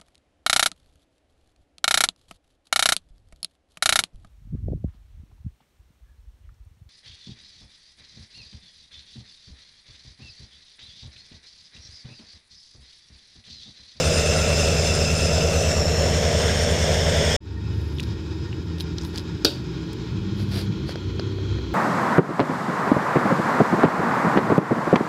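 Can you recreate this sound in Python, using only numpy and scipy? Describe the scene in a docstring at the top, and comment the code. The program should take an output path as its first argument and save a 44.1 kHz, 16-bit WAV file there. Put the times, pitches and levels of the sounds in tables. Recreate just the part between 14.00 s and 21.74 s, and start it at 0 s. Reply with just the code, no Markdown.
"""A dump site, on one microphone in the open air. First a tipper truck lowers its body: its diesel holds a
raised speed, oil hisses and squeals through the valve, and another truck and a loader run behind it.
At 3.4 s a sudden cut leads to a dirt ramp, where a distant truck rolls down among other far engines and
gusts buffet the microphone. Close by, grit crunches underfoot from 4 s, a hand knocks hard on the camera
at 5.4 s, and fingers tap and rub on it while the truck draws nearer."""
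import sys
import numpy as np
from scipy import signal
from scipy.fft import rfft, irfft
from scipy.io import wavfile
from scipy.ndimage import uniform_filter1d

SR = 44100
rng = np.random.default_rng(int(sys.argv[2]) if len(sys.argv) > 2 else 0)


def int16_out(signal):
    """Quantize to a 16-bit WAV file."""
    q = np.round(np.clip(np.atleast_2d(signal).T, -1, 1) * 32767)
    wavfile.write(sys.argv[1], SR, q.astype(np.int16))


N = 341334
T = np.arange(N) / SR
BINS = np.fft.rfftfreq(1024, 1 / SR)
FRAMES = np.arange(N // 256 + 5) * 256 / SR
CUT_S, FADE_IN_S = 3.365, 3.405

# At the microphone: spectra of its own hiss and of the wind (frequency [Hz], relative level [dB])
MIC_SPECTRUM = [(5000, -1), (9000, -0.5), (11000, 1.5), (15500, -5)]
WIND_SPECTRUM = [(60, -28), (88, -4), (108, 1), (135, -3.5), (200, -11), (280, -28.5)]
# Gusts on the microphone (time [s], half length [s], level [dB])
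WIND_GUSTS = [(3.71, .07, -25.5), (4.03, .11, -28), (4.51, .05, -28), (5.33, 0.031, -29.5),
              (5.47, 0.028, -34), (5.61, 0.039, -28.5), (6.17, 0.068, -28.5), (6.42, 0.19, -28.5),
              (6.71, 0.038, -20.5), (6.86, 0.033, -26), (7.21, 0.09, -30), (7.53, 0.082, -29)]

# Far off at the ramp: firing rates of three engines (time [s], rate [Hz])
HAULER_FIRING = [(3.4, 71), (3.7, 73.7), (4.75, 82.46), (5.75, 84.1), (7.74, 80.04)]
FAR_IDLER_FIRING = [(5.5, 65.7), (6.2, 55.2), (6.85, 67.9), (7.74, 65.4)]
RAMP_TRUCK_FIRING = [(3.4, 97.2), (4.15, 99.8), (6.15, 92.35), (6.42, 101.4), (6.62, 99), (6.85, 94),
                     (7.74, 99.5)]
# Their exhaust notes swelling under load (time [s], half length [s], order [x firing rate], level [dB])
HAULER_LOAD = [(3.746, 0.49, 1, -30), (4.804, 0.67, 1, -33), (4.897, 0.52, 2, -36.5), (5.758, 0.13, 2, -34)]
FAR_IDLER_LOAD = [(6.6, .45, 1, -39), (6.6, 1.0, 2, -39), (7.7, .25, 1, -36)]
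RAMP_TRUCK_LOAD = [(3.6, 0.86, 1, -30.5), (6.52, 0.31, 1, -27), (6.5, 0.3, 2, -29.5),
                   (7.23, 0.42, 1, -28.5)]
# Speed of the drive line (time [s], shaft rate [Hz])
SHAFT_SPEED = [(3.4, 52.65), (4.6, 52.98), (5.5, 52), (6.3, 53.48), (7.74, 54.53)]
# Tones of the drive line (order [x shaft rate], relative level [dB])
SHAFT_TONES = [(4.45, -46.5), (5.5, -47), (6, -43), (6.25, -47), (7, -45.5), (8.15, -54)]
# Whines of distant gears and fans (frequency [Hz], relative level [dB])
GEAR_WHINES = [(565, -65), (915, -59.5), (1410, -64.5), (1848, -61), (2590, -63)]
# Noise spectra of the distant trucks (frequency [Hz], relative level [dB])
FAR_RUMBLE_SPECTRUM = [(30, -32), (48, -7.5), (65, 7.5), (105, -8.5), (135, 2), (190, -0.5), (240, -14.5),
                       (330, -34)]
FAR_DRONE_SPECTRUM = [(180, -4.5), (240, -5), (320, 3), (380, -2.5), (440, -5), (520, -15.5), (650, -27),
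                      (900, -34)]
FAR_HISS_SPECTRUM = [(350, -37), (600, -7.5), (770, -2.5), (926, -2), (1280, -6), (1380, -3.5),
                     (1540, -9.5), (2540, -6.5), (2860, -11.5), (3220, -3), (4600, -9.5), (5240, -9),
                     (8000, -24), (10400, -53), (17600, -120)]
# Resonances and hollows of the far engines (frequency [Hz], width [Hz], early lift [dB], late lift [dB])
FAR_RESONANCES = [(710, 110, -1.5, -10), (870, 110, 3.5, 1), (1660, 100, 11, 4), (2360, 220, 5.5, 5),
                  (2800, 210, 1, -2), (3230, 285, -0.5, 5.5), (3720, 120, 7, -3), (4210, 570, 1, 8),
                  (4570, 250, -0.5, -4), (5060, 480, 8, -1.5), (7360, 860, 4.5, 2.5),
                  (8300, 900, -3, -12.5)]

# Underfoot: cracking stones (time [s], relative level [dB], pitch [Hz], relative treble [dB])
GRIT_CRACKS = [(3.985, -25, 3240, -32), (3.9976, -18.5, 2820, -29), (4.003, -22, 3900, -9),
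               (4.0307, -24, 3390, -18), (4.0364, -25.5, 3880, -23), (4.5287, -29, 2750, -40),
               (4.784, -27, 3870, -21), (4.801, -24, 3844, -24), (4.807, -15.5, 4030, -38),
               (4.8117, -25, 3860, -25), (4.9836, -16.5, 4100, -30), (5.013, -28, 5070, -26),
               (5.0205, -30, 5640, -25), (5.0344, -30, 5500, -21), (5.0494, -25.5, 4100, -8),
               (5.1589, -19.5, 4740, -30), (5.1773, -17, 3276, -18), (5.1824, -18, 5000, -26),
               (5.1954, -25, 4070, -28), (5.932, -26, 3300, -7)]
# On the camera: dull finger taps (time [s], relative level [dB], relative treble [dB])
FINGER_TAPS = [(6.402, -29, -9), (6.893, -21.5, -13), (6.957, -21, -10), (7.196, -18.5, -5),
               (7.386, -30, -30), (7.586, -28, -18.5)]
# Cloth and soles rubbing close by (time [s], fizz level [dB], half length [s], body over fizz [dB])
RUBS = [(3.823, -67, 0.11, -10), (4.02, -65, 0.089, -5), (4.809, -46.5, 0.013, -10),
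        (5.066, -56, 0.032, -2), (5.176, -59.5, 0.038, 16), (6.412, -59.5, 0.043, 12),
        (6.573, -48.5, 0.056, 15.5), (6.901, -58.5, 0.027, 19.5)]
# Spectra of a tap's thump and snap and a rub's fizz and body (frequency [Hz], relative level [dB])
TAP_SPECTRUM = [(150, -10), (350, 11), (680, 1.5), (1000, -14.5), (1500, -1), (2600, -26), (4000, -32),
                (8000, -54)]
SNAP_SPECTRUM = [(1500, -27), (3000, -7), (4200, 3), (5300, -1), (7000, -31), (15000, -48)]
RUB_FIZZ_SPECTRUM = [(4000, -26), (7000, -17), (11000, 4), (15500, -12)]
RUB_BODY_SPECTRUM = [(250, -3), (500, 0), (900, -10.5), (1600, -9.5), (2600, -11), (4700, -3),
                     (6500, -20.5), (9000, -23)]
# One hard knock on the camera and its two rebounds (time [s], relative level [dB])
KNOCK_HITS = [(5.4478, -3), (5.4501, -5.8), (5.4517, -4.5)]
# Spectra of its crack and rattling tail (frequency [Hz], relative level [dB])
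CRACK_SPECTRUM = [(120, -17), (200, -1), (567, -2), (999, -14), (1580, 0), (2040, -24), (2990, -21),
                  (3530, -3), (4640, 4), (5890, -0.5), (6330, -9), (8960, -23), (10400, -14), (13200, -13),
                  (15800, -28)]
RATTLE_SPECTRUM = [(150, -35), (250, -21), (324, 1.5), (684, -10), (1170, -27), (1490, -12), (1970, -32),
                   (2470, -15), (3740, -8.5), (4230, -12), (4530, -3), (6300, -24), (15800, -37)]
# Modes that ring after the knock (frequency [Hz], relative level [dB], time to fall 60 dB [s])
RING_MODES = [(318, -3, 0.25), (430, 6.5, 0.078), (570, -13, 0.35), (1430, -8, 0.13), (2540, -17, .28),
              (3080, -20, .23), (3780, 0, 0.2), (4570, -9, 0.3), (4650, -4, 0.26)]

# At the dump: firing rates of the two diesels behind and the tipper in front (time [s], rate [Hz])
IDLER_FIRING = [(0, 34.8), (2.2, 34.77), (3.36, 34.62)]
LOADER_FIRING = [(0, 87.6), (1.6, 87.7), (2.1, 89), (3.36, 89.1)]
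TIPPER_FIRING = [(0, 78.2), (.7, 78.3), (1.1, 78.55), (2.2, 78.2), (3.36, 77.9)]
# Their exhaust notes (order [x firing rate], level [dB])
IDLER_EXHAUST = [(1, -41), (2, -33.5), (3, -34.5), (4, -40.5), (5, -42), (6, -41), (7, -40), (8, -56),
                 (9, -72), (12.5, -52)]
LOADER_EXHAUST = [(1, -30.5), (2, -43), (5, -41.5)]
TIPPER_EXHAUST = [(1, -25.5), (2, -30.5), (3, -69), (4, -56), (5, -50.5), (6, -38.5), (7, -41.5),
                  (7.5, -39), (8, -39.5), (8.5, -42.5)]
# The tipper's chassis rumble and combustion growl (frequency [Hz], relative level [dB])
CHASSIS_SPECTRUM = [(26, -33), (45, -18), (64, -10), (86, -8), (123, -2), (167, 0), (286, -9), (330, -33),
                    (430, -61), (730, -120)]
GROWL_SPECTRUM = [(160, -47), (280, -16.5), (328, -7), (344, -7.5), (429, 1.5), (487, 0), (564, 2),
                  (707, -4), (858, -18), (1200, -23.5), (1560, -73), (2640, -120)]
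# The body coming down (time [s], position [0 high, 1 halfway, 2 seated])
BODY_TRAVEL = [(0, 0.14), (1.35, 0.022), (1.85, 0.79), (2.2, 1.48), (2.9, 1.67), (3.36, 1.92)]
# Oil hiss with the body high, halfway and seated (frequency [Hz], relative level [dB])
OIL_HIGH = [(530, -32), (900, -9.5), (1140, -11.5), (1340, -6), (2240, -5.5), (2680, -1.5), (3060, -9),
            (3530, -5.5), (4540, -10.5), (5180, -0.5), (6740, -7.5), (7340, -9), (10800, -25), (13800, -26),
            (15800, -38)]
OIL_HALFWAY = [(530, -36), (900, -9.5), (1190, -1), (1890, -3), (2430, -8.5), (2710, -4.5), (4600, -16),
               (5440, -6), (6060, -9.5), (6990, -3), (7700, -17.5), (9210, -23.5), (9660, -29),
               (11600, -24.5), (15800, -40)]
OIL_SEATED = [(530, -15), (900, -2), (1170, -21), (1560, -4.5), (2060, -1), (2520, -7.5), (3450, -0.5),
              (4030, -17), (5370, -2), (5910, -6.5), (7700, -17), (8370, -18), (9440, -27.5), (13800, -32),
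              (15800, -45)]
# Loudness of the oil hiss (time [s], level [dB])
OIL_LEVEL = [(0.0, -25.5), (1.31, -26.5), (1.46, -28), (3.12, -26.5), (3.35, -24.5)]
# Valve and pipe resonances (frequency [Hz], width [Hz], lift high [dB], halfway [dB], seated [dB])
VALVE_RESONANCES = [(1360, 250, 8, -3.5, 4.5), (2684, 210, 8.5, 5, -7.5), (3544, 170, 5.5, 0, 6),
                    (4230, 500, 0, 8, -1.5), (4980, 250, 7, -7.5, 1), (5340, 700, 2, 5.5, 2.5),
                    (5780, 150, -7.5, 0, -9), (6660, 320, -4, -3, 3.5), (7220, 350, 10.5, -2, 4),
                    (7700, 250, 1.5, 2, -6), (8250, 400, -2.5, 7, 10), (12800, 670, -5, -3, -3),
                    (13600, 600, -2, 4, 1)]
# The main resonance sings, chokes and sings again (time [s], half length [s], frequency [Hz], lift [dB])
VALVE_SINGING = [(1.17, .3, 5260, 4.5), (1.55, 0.09, 5340, -8), (1.98, 0.33, 5370, 4)]
# Bouts of squeal from the valve (time [s], half length [s], level [dB])
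SQUEAL_BOUTS = [(.22, 0.26, -41.5), (.8, 0.3, -47), (1.18, 0.072, -37.5), (2.57, 0.15, -45)]
# Faint whistles above the squeal (frequency [Hz], level [dB])
VALVE_WHISTLES = [(11280, -71), (11930, -67), (14270, -67)]


def amp(db):
    """Decibels to gain."""
    return 10 ** (np.asarray(db) / 20)


def unit(x):
    """Scales to rms 1."""
    return x / np.sqrt(np.mean(x ** 2) + 1e-20)


def curve(rows, t=T):
    """A (time, value) table joined by straight lines."""
    return np.interp(t, *np.transpose(rows))


def spectrum_db(points, hz=BINS):
    """A spectrum in dB on a log-frequency axis, falling 20 dB an octave beyond its ends."""
    f, db = np.transpose(points)
    octave, known = np.log2(hz + 1), np.log2(f + 1)
    return np.interp(octave, known, db) - 20 * abs(octave - np.clip(octave, known[0], known[-1]))


def bell(hz, width):
    """A resonance curve of height 1 over the frequency bins."""
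    return 1 / (1 + (2 * (BINS - hz) / width) ** 2)


def swell(s, half, t=T):
    """A smooth rise and fall of height 1 around a time."""
    return np.exp(-((t - s) / half) ** 2)


def swells(rows, rest_db):
    """Gain of several swells over a resting level; their powers add."""
    return np.sqrt(amp(rest_db) ** 2 + sum((amp(db) * swell(s, half)) ** 2 for s, half, db in rows))


def wander(rate):
    """A random drift of rms 1 that takes `rate` new values a second."""
    knots = np.arange(0, T[-1] + 1, 1 / rate)
    return unit(np.interp(T, knots, rng.standard_normal(4096)[:len(knots)]))


def noise(points, size=N):
    """Noise of rms 1 with a given spectrum."""
    gain = amp(spectrum_db(points, np.fft.rfftfreq(size, 1 / SR)))
    return unit(irfft(rfft(rng.standard_normal(size)) * gain, size))


def moving_noise(frames_db):
    """Noise of steady power whose spectrum changes frame by frame."""
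    gain = amp(frames_db)
    gain = gain / np.linalg.norm(gain, axis=1, keepdims=True)
    white = rng.standard_normal(gain.shape) + 1j * rng.standard_normal(gain.shape)
    return unit(signal.istft((white * gain).T, nperseg=1024, noverlap=768)[1][:N])


def whistle(hz, spread_hz, flutter_db):
    """An unsteady tone of rms 1."""
    flutter = amp(flutter_db * wander(45))
    return unit(flutter * np.sin(2 * np.pi * np.cumsum(hz + spread_hz * wander(250)) / SR))


def click(db):
    """A minimum-phase click of peak 1 from its spectrum in dB."""
    log_gain = np.log(amp(np.maximum(db, db.max() - 80)))
    mirrored = np.concatenate([log_gain, log_gain[-2:0:-1]])
    wave = np.fft.ifft(np.exp(np.conj(signal.hilbert(mirrored)))).real
    return wave / abs(wave).max()


def add(mix, s, sound):
    """Mixes a sound in at a time."""
    part = mix[round(s * SR):][:len(sound)]
    part += sound[:len(part)]


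def cycles(hz, jitter):
    """Running count of firings or turns at a rate that hunts slightly."""
    return rng.random() + np.cumsum(hz * (1 + jitter * wander(14))) / SR


def order_tones(turns, orders, waver_db):
    """Tones at multiples of a firing or shaft rate, each wavering in the open air."""
    return sum(np.sqrt(2) * amp(db + waver_db * wander(7))
               * np.cos(2 * np.pi * (order * turns + rng.random())) for order, db in orders)


def throb(firings, depth, decay, uneven_db):
    """Gain of rms 1: each firing gives a puff that dies away; the six cylinders differ."""
    cylinder = amp(uneven_db * unit(rng.standard_normal(6)))[firings.astype(int) % 6]
    return unit(1 + depth * cylinder * np.exp(-(firings % 1) / decay))


def approach(power):
    """How far the truck has come down the ramp, 0 to 1; a higher power puts the growth later."""
    return np.clip((T - FADE_IN_S) / (T[-1] - FADE_IN_S), 0, 1) ** power


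def microphone_noise():
    """Gusts and a light breeze buffet the microphone, over its own faint hiss."""
    return swells(WIND_GUSTS, rest_db=-39.5) * noise(WIND_SPECTRUM) + amp(-71) * noise(MIC_SPECTRUM)


def far_truck_noise():
    """Distant trucks: a steady rumble, with a drone and a hiss that grow as one comes down the ramp."""
    rumble = amp(-36) * noise(FAR_RUMBLE_SPECTRUM)
    drone = amp(-39.5 + 5.5 * approach(5.7)) * noise(FAR_DRONE_SPECTRUM)
    late = np.clip((FRAMES[:, None] - 5.2) / 1.97, 0, 1)
    peaks_db = sum((early_db + late * (late_db - early_db)) * bell(hz, width)
                   for hz, width, early_db, late_db in FAR_RESONANCES)
    panels_db = 2.56 * unit(uniform_filter1d(rng.standard_normal(len(BINS)), 2))  # narrow panel modes
    hiss_db = -46.5 + 4 * approach(2.2) + 1.17 * wander(40)
    hiss = amp(hiss_db) * moving_noise(spectrum_db(FAR_HISS_SPECTRUM) + peaks_db + panels_db)
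    return rumble + drone + hiss


def far_exhaust(speed, loads, jitter, waver_db):
    """One distant exhaust: its orders follow the engine's speed and swell under load."""
    firings = cycles(curve(speed), jitter)
    return sum(swell(s, half) * order_tones(firings, [(order, db)], waver_db)
               for s, half, order, db in loads)


def far_engines():
    """Heard from afar: a drive line that grows, three gliding exhausts and thin whines that recede."""
    turns = cycles(curve(SHAFT_SPEED), jitter=0.00801)
    shaft = amp(-2.5 + 4 * approach(0.68)) * order_tones(turns, SHAFT_TONES, waver_db=2)
    hauler = far_exhaust(HAULER_FIRING, HAULER_LOAD, jitter=0.0057, waver_db=-0.7)
    idler = far_exhaust(FAR_IDLER_FIRING, FAR_IDLER_LOAD, jitter=0.0083, waver_db=2.7)
    ramp_truck = far_exhaust(RAMP_TRUCK_FIRING, RAMP_TRUCK_LOAD, jitter=0.012, waver_db=1)
    ramp_truck *= unit(amp(3.2 * wander(40)))  # holding its load back downhill, it fires unevenly
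    whines = sum(amp(db) * whistle(hz, spread_hz=19, flutter_db=3.5) for hz, db in GEAR_WHINES)
    return shaft + hauler + idler + ramp_truck + amp(4 - 7 * approach(0.54)) * whines


def waiting_machines():
    """Behind the tipper, a truck idles with a diesel clatter at each firing, and a loader runs."""
    idler = cycles(curve(IDLER_FIRING), jitter=0.00088)
    clatter = noise([(300, -9), (520, 7), (900, -4.5), (1800, -14), (4000, -8.5)])
    clatter *= amp(-36) * throb(idler, depth=6.1, decay=0.39, uneven_db=5)
    loader = cycles(curve(LOADER_FIRING), jitter=0.0016)
    idler_note = order_tones(idler, IDLER_EXHAUST, waver_db=0.5)
    return idler_note + clatter + order_tones(loader, LOADER_EXHAUST, waver_db=0.6)


def grit():
    """Small stones crack underfoot: a click, a quick crumble and a brief stony ring."""
    out, t = np.zeros(N), np.arange(2048) / SR
    treble_shape = spectrum_db([(5000, 11), (10000, 2.5), (15000, -3)])
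    for s, db, hz, treble_db in GRIT_CRACKS:
        stone = spectrum_db([(hz / 3, -30), (hz * 0.63, -11), (hz, 0), (hz * 1.37, -6), (hz * 1.78, -28)])
        colour = amp(stone) + amp(treble_db - 7 + treble_shape)
        crumble = 0.12 * rng.standard_normal(len(t)) * np.exp(-t / 0.0026)
        crumble[0] = 1  # the first break
        add(out, s, amp(db - 1) * signal.fftconvolve(crumble, click(20 * np.log10(colour))))
        add(out, s, amp(db - 9 - 60 * t / 0.018) * np.sin(2 * np.pi * hz * t))
    return out


def handling():
    """Right at the microphone, fingers tap the camera, and cloth and soles rub in short swells."""
    out = np.zeros(N)
    for s, db, treble_db in FINGER_TAPS:
        add(out, s, amp(db + 1.5) * click(spectrum_db(TAP_SPECTRUM)))
        fingertip_slip = noise(SNAP_SPECTRUM, size=1024) * np.exp(-np.arange(1024) / SR / 0.0023)
        add(out, s, amp(db + treble_db + 0.5) * fingertip_slip)
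    fizz, body = noise(RUB_FIZZ_SPECTRUM), noise(RUB_BODY_SPECTRUM)
    grain = unit(amp(1.7 * wander(400)))
    for s, db, half, body_db in RUBS:
        stroke = np.exp(-abs((T - s) / half) ** 1.9)
        out += amp(db) * stroke * grain * (fizz + amp(body_db) * body)
    return out


def knock():
    """A hard blow on the camera: two rebounds, a dull thud, a rattling tail and a short metallic ring."""
    out, t = np.zeros(N), np.arange(SR // 2) / SR
    crack = click(spectrum_db(CRACK_SPECTRUM))
    for s, db in KNOCK_HITS:
        chatter = 0.13 * rng.standard_normal(len(t)) * np.exp(-t / 0.0022)
        chatter[0] = 1  # the contact itself
        add(out, s, amp(db) * signal.fftconvolve(chatter, crack))
    thud = amp(-13.5 - 60 * t / 0.05) * np.sin(2 * np.pi * 370 * t)
    ring = sum(amp(db - 60 * t / t60) * np.sin(2 * np.pi * (hz * t + rng.random()))
               for hz, db, t60 in RING_MODES)
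    dying = amp(-19.5 - 60 * t / 0.077) + amp(-22.5 - 60 * t / 0.32)
    rattle = dying * noise(RATTLE_SPECTRUM, size=len(t))
    attack = 1 - np.exp(-t / 0.0009)
    add(out, KNOCK_HITS[0][0], thud + attack * (rattle + amp(-24) * ring))
    return out


def valve_squeal():
    """The valve's thin squeal comes in bouts and throbs about nine times a second."""
    beat_db = 5 * np.sin(2 * np.pi * cycles(9, jitter=0.03))
    tone = whistle(8925, spread_hz=25.6, flutter_db=4.5)
    return swells(SQUEAL_BOUTS, rest_db=-56.5) * unit(amp(beat_db)) * tone


def hiss_sweep_db(t):
    """Evenly spaced peaks in the hiss slide down once, as from a shifting reflection, then die away."""
    start_hz, end_hz, slide_at_s, slide_s = 6220, 5300, 1.705, 0.16
    lowest_hz = start_hz + (end_hz - start_hz) * (1 + np.tanh((t - slide_at_s) / slide_s)) / 2
    lift_db = 5.5 * np.clip((2.55 - t) / 0.74, 0, 1)
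    lift_db += 3.5 * swell(slide_at_s, slide_s, t)  # sharpest while they slide
    return lift_db * sum(bell(k * lowest_hz / 3, 450) * min(1, 4 / k) for k in range(3, 8))


def hydraulic_hiss():
    """Oil rushes through the valve and pipes; the colour shifts as the body comes down."""
    travel = curve(BODY_TRAVEL, FRAMES)[:, None]
    blend = np.maximum(1 - abs(travel - np.arange(3)), 0)  # shares of high, halfway and seated
    colours_db = np.array([spectrum_db(points) for points in (OIL_HIGH, OIL_HALFWAY, OIL_SEATED)])
    colours_db += sum(np.outer(lifts, bell(hz, width)) for hz, width, *lifts in VALVE_RESONANCES)
    t = FRAMES[:, None]
    sing_db = sum(db * swell(s, half, t) * bell(hz, 280) for s, half, hz, db in VALVE_SINGING)
    flicker = uniform_filter1d(rng.standard_normal(sing_db.shape), size=6, axis=0)
    flicker_db = 1.5 * unit(uniform_filter1d(flicker, size=6, axis=1))  # patches in time and frequency
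    return moving_noise(blend @ colours_db + hiss_sweep_db(t) + sing_db + flicker_db)


def tipper():
    """In front: exhaust, chassis rumble and valve tones, with growl and hiss pulsing at each firing."""
    firings = cycles(curve(TIPPER_FIRING), jitter=0.001)
    growl = amp(-27.5 + 1.5 * wander(8.92)) * noise(GROWL_SPECTRUM)
    growl *= throb(firings, depth=1, decay=0.53, uneven_db=1)
    hiss = amp(curve(OIL_LEVEL) + 0.54 * wander(35)) * hydraulic_hiss()
    hiss *= throb(firings, depth=0.28, decay=0.16, uneven_db=6.5)
    whistles = sum(amp(db) * whistle(hz, spread_hz=55, flutter_db=4) for hz, db in VALVE_WHISTLES)
    exhaust = order_tones(firings, TIPPER_EXHAUST, waver_db=0.5)
    rumble = amp(-33.5) * noise(CHASSIS_SPECTRUM)
    return exhaust + rumble + growl + hiss + valve_squeal() + whistles


def scene():
    """Two places in turn, in mono: the dump stops dead at the cut, then the ramp fades in."""
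    cut = np.clip((CUT_S - T) * 1000, 0, 1)
    fade_in = np.sqrt(np.clip((T - FADE_IN_S) / 0.37, 0, 1))
    dump = tipper() + waiting_machines()
    ramp = microphone_noise() + far_truck_noise() + far_engines() + grit() + handling() + knock()
    return (cut * dump + fade_in * ramp)[None]


def record(dry):
    """The microphone's input clips on overload and passes nothing much above 15.8 kHz."""
    lowpass = signal.firwin(511, 15800, window=("kaiser", 8), fs=SR)
    return signal.oaconvolve(np.clip(dry, -0.85, 0.85), lowpass[None], "same")


dry = scene()
out = record(dry)
int16_out(out)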